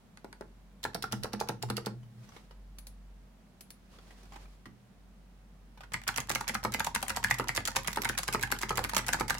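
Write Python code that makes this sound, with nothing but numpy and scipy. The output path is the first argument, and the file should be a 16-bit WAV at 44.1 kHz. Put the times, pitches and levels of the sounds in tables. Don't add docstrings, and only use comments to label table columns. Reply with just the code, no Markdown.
import sys
import numpy as np
from scipy import signal
from scipy.fft import rfft, irfft, next_fast_len
from scipy.io import wavfile
from scipy.ndimage import map_coordinates

SR = 44100
rng = np.random.default_rng(int(sys.argv[2]) if len(sys.argv) > 2 else 0)


def pcm_store(signal):
    levels = np.round(np.clip(np.atleast_2d(signal), -1, 1) * 32767)
    wavfile.write(sys.argv[1], SR, levels.astype(np.int16).T)


N = 414099

LENGTH = 16384
AGE_S = np.arange(LENGTH) / SR
HZ = np.fft.rfftfreq(LENGTH, 1 / SR)
IMPACT_T60_S = 0.009

# (time [s], clack level [dB], thump level [dB])
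WIDE_DOWN_STROKES = [(0.9501, -36.5, -45), (1.1289, -33.5, -35.5), (1.337, -37.5, -34.5), (1.492, -32, -34),
                     (1.7007, -32.5, -29.5), (1.867, -34.5, -31.5)]
# (time [s], clack level [dB], note pitch [Hz])
WIDE_UP_STROKES = [(0.851, -31.5, 1715), (1.04, -33.5, 1367), (1.244, -31.5, 883), (1.4111, -31, 852),
                   (1.634, -36, 710), (1.779, -33.5, 850)]
# (time [s], clack level [dB])
LETTER_PRESSES = [(6.41, -32.5), (6.87, -29), (7.03, -31), (7.1711, -28.5), (7.683, -29.5), (7.7654, -26),
                  (8.1903, -31), (8.791, -28), (8.9346, -28), (9.1435, -26.5), (9.35, -33)]
# (time [s], clack level [dB], keycap pitch [Hz], case knock level [dB])
KEY_RELEASES = [(5.9413, -26.5, 2080, -47), (6.0886, -26.5, 1520, -50), (6.1816, -26, 1640, -41.5),
                (6.3012, -28, 1460, -36.5), (6.357, -27.5, 2220, -42.5), (6.4941, -28.5, 2070, -42),
                (6.5511, -25.5, 1304, -50), (6.745, -28.5, 2220, -39.5), (6.804, -26.5, 1650, -46),
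                (6.96, -25.5, 1600, -51), (7.1031, -27, 1450, -50.5), (7.245, -23.5, 1700, -56),
                (7.31, -22, 1940, -49.5), (7.4916, -26, 1900, -48), (7.576, -25.5, 1960, -36),
                (7.8804, -27.5, 1890, -40.5), (8.0527, -24.5, 2150, -46), (8.096, -29, 1590, -39.5),
                (8.2857, -29, 1520, -41.5), (8.4343, -25, 1670, -57), (8.5225, -25.5, 1520, -38),
                (8.6322, -28.5, 1930, -37.5), (8.78, -26.5, 1180, -39), (8.8466, -27.5, 1540, -41.5),
                (8.991, -31.5, 1380, -42), (9.089, -27.5, 1580, -39), (9.133, -27.5, 1570, -59),
                (9.305, -24, 1570, -47)]
# (time [s], clack level [dB])
SPACE_STROKES = [(6.649, -25.5), (7.397, -27.5), (7.9721, -27), (8.3467, -25), (8.706, -27.5),
                 (8.9668, -30.5), (9.2081, -25.5)]
# (time [s], level [dB])
TYPING_SNAPS = [(5.936, -34.5), (6.078, -26.5), (6.161, -33), (6.175, -30), (6.2029, -34), (6.295, -29.0),
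                (6.314, -32), (6.35, -29), (6.4077, -37.5), (6.479, -30.5), (6.4865, -30.5), (6.5443, -33),
                (6.638, -35.5), (6.721, -39), (6.739, -29), (6.796, -30.5), (6.8453, -32), (6.866, -33.5),
                (6.9492, -25), (7.027, -31.5), (7.0817, -33), (7.0955, -32), (7.163, -31), (7.2402, -28),
                (7.303, -36), (7.3094, -30.5), (7.342, -36.5), (7.3855, -36.5), (7.484, -31), (7.55, -37),
                (7.562, -30), (7.57, -31.5), (7.6534, -30), (7.675, -28), (7.7604, -27.5), (7.765, -26.5),
                (7.8743, -27.5), (7.93, -36), (7.9596, -36), (8.0185, -31.5), (8.047, -30.5), (8.09, -29),
                (8.1777, -27.5), (8.186, -29.5), (8.232, -32), (8.2793, -30), (8.3262, -32.5),
                (8.3361, -31), (8.411, -39), (8.4272, -28.5), (8.5165, -27), (8.588, -36.5),
                (8.6147, -33.5), (8.625, -34.5), (8.693, -32), (8.7555, -39.5), (8.7733, -29), (8.84, -30),
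                (8.894, -34), (8.9476, -30.5), (8.9659, -23), (8.98, -27), (9.065, -36.5), (9.0828, -28),
                (9.128, -36), (9.1321, -25), (9.1981, -33), (9.2808, -35.5), (9.298, -27.5), (9.343, -38.5),
                (9.383, -38.0)]
# (start [s], end [s], level [dB])
SLEEVE_SLIDES = [(2.251, 2.37, -60), (3.931, 4.492, -62.5)]
# (frequency [Hz], relative level [dB], t60 [s])
DESK_MODES = [(119.7, -4.5, 0.78), (188.3, -10.5, 0.34), (210.6, -2, 0.21), (252.3, -0.5, 0.1),
              (322.7, -6.5, 0.17)]
# (frequency [Hz], relative level [dB])
CLACK_SPECTRUM = [(350, -27.5), (640, -13.5), (820, 3.5), (1150, 0), (2000, 3), (3300, -5.5), (7000, -41.5)]
# (frequency [Hz], relative level [dB])
EDGE_SPECTRUM = [(1800, -25.5), (4200, 9), (6500, -0.5), (11500, -1), (13000, -29)]
# (frequency [Hz], relative level [dB])
SNAP_SPECTRUM = [(250, -18), (900, 0), (2000, 5), (3000, 1), (7800, 1), (8900, -5.5), (11000, 0),
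                 (15500, -10.5)]
# (frequency [Hz], relative level [dB])
BRUSH_SPECTRUM = [(120, 4), (550, -1), (950, 6.5), (5000, -8.5), (14000, -23)]


def amp(db):
    return 10 ** (np.asarray(db) / 20)


def unit(x):
    return x / np.sqrt(np.mean(x ** 2) + 1e-20)


def blow(x):
    energy = np.mean(np.sum(x ** 2, axis=-1))
    return x * np.sqrt(220 / (energy + 1e-20))


def along(points, hz):
    f, v = np.transpose(points)
    return np.interp(np.log(hz + 1), np.log(f), v)


def fade(t60_s):
    return np.exp(-np.log(1000) * AGE_S / t60_s)


def sides(db):
    return amp(np.array([np.atleast_1d(db), -np.atleast_1d(db)]) / 2)


def add(track, s, sound):
    start = max(round(s * SR), 0)
    track[:, start:start + LENGTH] += sound[:, :max(N - start, 0)]


def spread(pair):
    # (frequency [Hz], correlation)
    likeness = [(120, 0.8), (350, 0.76), (800, 0.36), (3000, 0)]
    size = pair.shape[-1]
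    turn = np.arccos(np.clip(along(likeness, np.fft.rfftfreq(size, 1 / SR)), -1, 1)) / 2
    mid, side = irfft(rfft(pair) * [np.cos(turn), np.sin(turn)], size)
    return np.array([mid + side, mid - side])


def causal(gain):
    cepstrum = irfft(np.log(np.maximum(gain, 1e-6)))
    cepstrum[1:LENGTH // 2] *= 2
    cepstrum[LENGTH // 2 + 1:] = 0
    return np.exp(rfft(cepstrum))


def colour(spectrum, ripple_db=0):
    position = 7 * np.log2(1 + HZ / 200)
    ripple = map_coordinates(rng.standard_normal(64), [position], mode="nearest")
    return causal(amp(along(spectrum, HZ) + ripple_db * ripple))


def burst(response, t60_s):
    envelope = fade(t60_s) * (1 - fade(0.0035))
    grain = spread(rng.standard_normal((2, LENGTH))) * envelope
    return blow(irfft(rfft(grain) * response))


def ring(modes, scatter_db, skew_s):
    total = np.zeros((2, LENGTH))
    opposite = np.array([[1], [-1]])
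    for hz, db, t60_s in modes:
        size, lag = rng.standard_normal(2)
        wave = amp(db + scatter_db * size) * fade(t60_s) * np.exp(2j * np.pi * hz * AGE_S)
        wave = wave * rng.choice([-1, 1])
        total += np.imag(wave * np.exp(2j * np.pi * hz * skew_s * lag * opposite))
    return blow(total * (1 - fade(0.0033)))


def noise(spectrum):
    size = next_fast_len(N)
    pair = spread(rng.standard_normal((2, size)))
    gain = amp(along(spectrum, np.fft.rfftfreq(size, 1 / SR)))
    return unit(irfft(rfft(pair) * gain, size)[:, :N])


def level(curve):
    return amp(np.interp(np.arange(N) / SR, *np.transpose(curve)))


def swells(rows, rise_s, fall_s):
    t = np.arange(N) / SR
    gain = 0
    for start, end, db in rows:
        rise = np.minimum(t - start, 0) / rise_s
        fall = np.maximum(t - end, 0) / fall_s
        gain = gain + amp(db) * np.exp(rise - fall)
    return gain


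def background():
    # (time [s], level [dB])
    hum_curve = [(0.0, -71), (0.5, -55.5), (2.19, -71), (2.59, -50), (3.14, -51), (3.53, -66.5),
                 (4.48, -50), (4.84, -73), (5.02, -57), (9.02, -48)]
    # (start [s], end [s], level [dB])
    arm_leans = [(1.14, 1.22, -42.5), (1.66, 1.72, -41.5), (1.97, 2.29, -51.5)]
    # (frequency [Hz], relative level [dB])
    air_spectrum = [(20, -26), (70, -1.5), (125, -1), (200, 5), (310, -10.5), (700, -12.5), (15000, -35.5)]
    drone_spectrum = [(85, -38), (121, 22.5), (155, -33), (211, 8.5), (280, -40)]
    cloth_spectrum = [(200, 7.5), (5000, -4), (11800, -14.5), (13500, -19)]
    hum_hz, catch_db = 47.1, 1.9
    hum = level(hum_curve) * unit(np.sin(2 * np.pi * hum_hz * np.arange(N) / SR))
    catching = map_coordinates(rng.standard_normal(N // 1000 + 4), [np.arange(N) / 1000])
    slide = swells(SLEEVE_SLIDES, rise_s=0.055, fall_s=0.076)
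    sleeve = slide * amp(catch_db * catching) * noise(cloth_spectrum)
    air = amp(-60.5) * noise(air_spectrum)
    drone = swells(arm_leans, rise_s=0.03, fall_s=0.05) * noise(drone_spectrum)
    return air + hum + sleeve + drone


def keycaps():
    # (time [s], clack level [dB])
    corner_lifts = [(0.1725, -46.5), (0.3276, -43)]
    corner_thuds = [(0.2444, -45.5), (0.4092, -43.5)]
    # (frequency [Hz], relative level [dB])
    wide_body = [(450, -0.5), (850, 1.5), (1380, 1)]
    space_body = [(388, -7), (877, -0.5), (1270, 0)]
    # (frequency [Hz], relative level [dB], t60 [s])
    far_case_modes = [(206, 1.5, 0.19), (334, -6, 0.087)]
    desk_db, corner_desk_db = 1, -13
    press_knock_db = -18
    free_db, note_growth = 19, 0.35
    track = np.zeros((2, N))
    for s, db in corner_lifts:
        add(track, s, keycap(db, hz=1560) + knock(db + press_knock_db, corner_desk_db))
    for s, db in corner_thuds:
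        add(track, s, long_key(db, 1130, wide_body) + knock(db + 3.5, corner_desk_db))
    for s, db, hz in WIDE_UP_STROKES:
        note = amp(db - 4) * ring([(hz, 0, 0.022)], scatter_db=0, skew_s=0)
        add(track, s, long_key(db, hz, wide_body) + note + knock(db - 12, desk_db))
    for s, db, thump_db in WIDE_DOWN_STROKES:
        thump = amp(thump_db + 1) * ring(far_case_modes, scatter_db=0, skew_s=0)
        add(track, s, long_key(db, 1310, wide_body) + thump + knock(db - 1, desk_db))
    for s, db, hz, knock_db in KEY_RELEASES:
        note_db = np.clip(note_growth * (db - knock_db - free_db), -4, 4)
        add(track, s, keycap(db, hz, note_db) + knock(knock_db, desk_db))
    for s, db in LETTER_PRESSES:
        add(track, s, keycap(db, hz=900) + knock(db + press_knock_db, desk_db))
    for s, db in SPACE_STROKES:
        add(track, s, long_key(db, 1880, space_body) + knock(db - 7.5, desk_db))
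    return track


def keycap(db, hz, note_db=0):
    # (frequency [Hz], relative level [dB])
    plate_modes = [(530, 6.5), (786, 0), (930, 6.5), (1210, 1.5), (1448, 1.5), (1620, -0.5), (1875, -4),
                   (2060, 5.5)]
    firm = amp(0.5 * (db + 15.5))
    shell_t60_s = 0.011 * amp(note_db)
    shell = amp(0.5 + note_db) * ring([(hz, 0, shell_t60_s)], scatter_db=0, skew_s=0.00002)
    dull = causal(1 / np.sqrt(1 + (HZ / (1.8 * hz)) ** 4))
    plastic = colour(CLACK_SPECTRUM, ripple_db=1.5) * dull
    impact = amp(-note_db) * burst(plastic, IMPACT_T60_S)
    chatter = amp(-6.5) * burst(plastic, t60_s=0.037)
    driven = [(f, mode_db - 9 * abs(np.log2(f / hz)), 0.055) for f, mode_db in plate_modes]
    plate = amp(-7) * ring(driven, scatter_db=4.5, skew_s=0.00007)
    edge = amp(0.82 * db - 15.5) * burst(colour(EDGE_SPECTRUM), t60_s=0.01)
    return amp(db) * (firm * (shell + impact) + chatter + plate) + edge


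def knock(db, desk_db):
    # (frequency [Hz], relative level [dB])
    case_spectrum = [(40, -26), (100, -8.5), (230, -5), (440, 3.5), (680, -0.5), (1200, -36.5)]
    case = amp(0.5) * burst(colour(case_spectrum), t60_s=0.028)
    desk = amp(desk_db) * ring(DESK_MODES, scatter_db=2, skew_s=0.00005)
    return amp(db) * (case + desk)


def long_key(db, hz, body):
    def soft(f):
        return 1 / np.sqrt(1 + (f / hz) ** 4)

    driven = [(f, mode_db + 20 * np.log10(soft(f)), 0.025) for f, mode_db in body]
    modes = ring(driven, scatter_db=3, skew_s=0.00004)
    plastic = colour(CLACK_SPECTRUM) * causal(soft(HZ))
    impact = burst(plastic, t60_s=0.031)
    delay_s = rng.uniform(0.00388, 0.013)
    other_end = np.roll(burst(plastic, IMPACT_T60_S), round(SR * delay_s), axis=-1)
    edge = burst(colour(EDGE_SPECTRUM), t60_s=0.014)
    return amp(db) * (modes + amp(-5) * impact + amp(-7.5) * other_end + amp(-11.5) * edge)


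def switches():
    # (time [s], level [dB])
    wide_snaps = [(0.8313, -42), (0.8392, -32.5), (0.946, -33), (1.0243, -33), (1.1231, -31),
                  (1.2348, -33.5), (1.3326, -36), (1.4015, -34.5), (1.4873, -33), (1.6255, -33.5),
                  (1.7003, -34.5), (1.7681, -33), (1.8604, -38)]
    # (frequency [Hz], relative level [dB])
    wide_snap_spectrum = [(600, -11.5), (2400, 1.5), (4600, 6), (7000, -6), (11000, -3.5), (15500, -10)]
    trial = snaps(wide_snaps, wide_snap_spectrum, rattle_db=-5, rebound_db=-4.5)
    typing = snaps(TYPING_SNAPS, SNAP_SPECTRUM, rattle_db=-5, rebound_db=-3.5)
    return trial + typing + rattles()


def snaps(rows, spectrum, rattle_db, rebound_db):
    spring_low_hz, spring_high_hz, spring_db = 5200, 9000, -11
    longest_rebound_s = 0.0065
    track = np.zeros((2, N))
    for s, db in rows:
        snap = colour(spectrum, ripple_db=2.2)
        pitch, lead, wait, size = rng.random(4)
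        spring_hz = np.interp(pitch, (0, 1), (spring_low_hz, spring_high_hz))
        note = ring([(spring_hz, 0, IMPACT_T60_S / 2)], scatter_db=0, skew_s=0.00005)
        click = amp(-3.5) * burst(snap, IMPACT_T60_S) + amp(spring_db) * note
        click = click + amp(rattle_db) * burst(snap, t60_s=0.027)
        add(track, s, amp(db) * sides(rng.normal(0, 3.8)) * click)
        stem_s = s - 0.0028 * (0.5 + lead)
        add(track, stem_s, amp(db - 17) * burst(snap, IMPACT_T60_S * 2))
        rebound_s = s + longest_rebound_s * (1 + wait) / 2
        add(track, rebound_s, amp(db + rebound_db - 8.4 * size) * burst(snap, IMPACT_T60_S))
    return track


def fingers():
    # (time [s], level [dB], pitch of touched part [Hz])
    stray_touches = [(2.03, -53.5, 3000), (2.364, -39.5, 417), (2.509, -44.5, 500), (4.106, -44.5, 1920),
                     (4.321, -42, 810), (4.341, -45, 850), (4.36, -39, 835), (4.656, -39, 1920),
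                     (5.774, -45.5, 886), (5.806, -38, 810), (5.834, -39.5, 1500)]
    track = np.zeros((2, N))
    brush = colour(BRUSH_SPECTRUM)
    push = colour([(50, -22.5), (75, 8.5), (230, 5.0), (420, -24.0)])
    strokes = LETTER_PRESSES + KEY_RELEASES + SPACE_STROKES + WIDE_DOWN_STROKES + WIDE_UP_STROKES
    for s, db, *_ in strokes:
        add(track, s - rng.uniform(0.012, 0.022), amp(db - 15) * burst(brush, t60_s=0.033))
        add(track, s, amp(db - 12) * burst(push, t60_s=0.093))
    for s, db, hz in stray_touches:
        hollow = amp(-5.5) * ring([(hz, 0, 0.035)], scatter_db=0, skew_s=0)
        skin = burst(colour(BRUSH_SPECTRUM, ripple_db=2.5), t60_s=0.067)
        add(track, s, amp(db - 7) * (skin + hollow))
    heel_s, heel_db = 4.664, -43
    add(track, heel_s, amp(heel_db) * ring(DESK_MODES, scatter_db=0, skew_s=0))
    return track


def grazes():
    rate_per_s, greatest_db = 28, -51
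    track = np.zeros((2, N))
    for start, end, _ in SLEEVE_SLIDES:
        count = int(rate_per_s * (end - start))
        for when, size in rng.random((count, 2)):
            skin = burst(colour(BRUSH_SPECTRUM, ripple_db=5.5), t60_s=0.037)
            add(track, start + when * (end - start), amp(greatest_db) * size * skin)
    return track


def mouse():
    # (button down [s], button up [s], level [dB])
    mouse_clicks = [(2.785, 2.869, -34), (3.608, 3.704, -34.5)]
    # (frequency [Hz], relative level [dB])
    button_modes = [(2300, 1), (4400, 2), (6100, 3)]
    track = np.zeros((2, N))
    spring = colour([(7000, -35), (9300, -14), (9720, 0), (13200, -16), (15000, -35)])
    shell = colour([(1200, -5), (5000, -3), (16000, -5.5)])
    modes = [(hz, mode_db, IMPACT_T60_S) for hz, mode_db in button_modes]
    for down, up, db in mouse_clicks:
        for s in down, up:
            button = ring(modes, scatter_db=2, skew_s=0.00005)
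            click = burst(shell, t60_s=0.035) + amp(-12) * button
            click = click + amp(-6.5) * burst(spring, t60_s=0.15)
            add(track, s, amp(db - 11.5) * click)
    return track


def rattles():
    rate_per_s, rattle_db = 27, -46.5
    track = np.zeros((2, N))
    start, end = TYPING_SNAPS[0][0], TYPING_SNAPS[-1][0]
    count = int(rate_per_s * (end - start))
    for when, tick, clatter in rng.random((count, 3)):
        sound = tick * burst(colour(SNAP_SPECTRUM), IMPACT_T60_S)
        plastic = colour(CLACK_SPECTRUM, ripple_db=6)
        sound = sound + 2 * clatter * burst(plastic, 2 * IMPACT_T60_S)
        add(track, start + when * (end - start), amp(rattle_db) * sound)
    return track


def room(x):
    # (frequency [Hz], t60 [s])
    room_t60 = [(200, 0.4), (700, 0.21), (6000, 0.22), (14000, 0.13)]
    wet, step = np.zeros((2, N)), SR // 10
    size = LENGTH - step
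    for start in range(0, N, step):
        hz, t, z = signal.stft(rng.standard_normal((2, size)), SR, nperseg=256)
        decay = amp(-60 * t / along(room_t60, hz)[:, None])
        tail = signal.istft(z * decay, SR, nperseg=256)[1][:, :size]
        tail = spread(tail * (1 - fade(0.0079)[:size]))
        tail = tail / np.linalg.norm(tail[0])
        source = x[:, start:start + step].sum(axis=0, keepdims=True) / np.sqrt(2)
        add(wet, start / SR, irfft(rfft(source, LENGTH) * rfft(tail, LENGTH)))
    return wet


def scene():
    close = keycaps() + switches() + fingers() + grazes() + mouse()
    return close + amp(-9.5) * room(close) + background()


def record(dry):
    # (frequency [Hz], left minus right [dB])
    mic_tilt = [(480, -.3), (720, -5), (1200, 0), (2300, -1.3), (6600, -4), (9800, 7), (12500, -3)]
    top_hz = 16100
    size = next_fast_len(N + SR // 2)
    hz = np.fft.rfftfreq(size, 1 / SR)
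    response = sides(along(mic_tilt, hz)) * (hz < top_hz)
    return irfft(rfft(dry, size) * response, size)[:, :N]


dry = scene()
out = record(dry)
pcm_store(out)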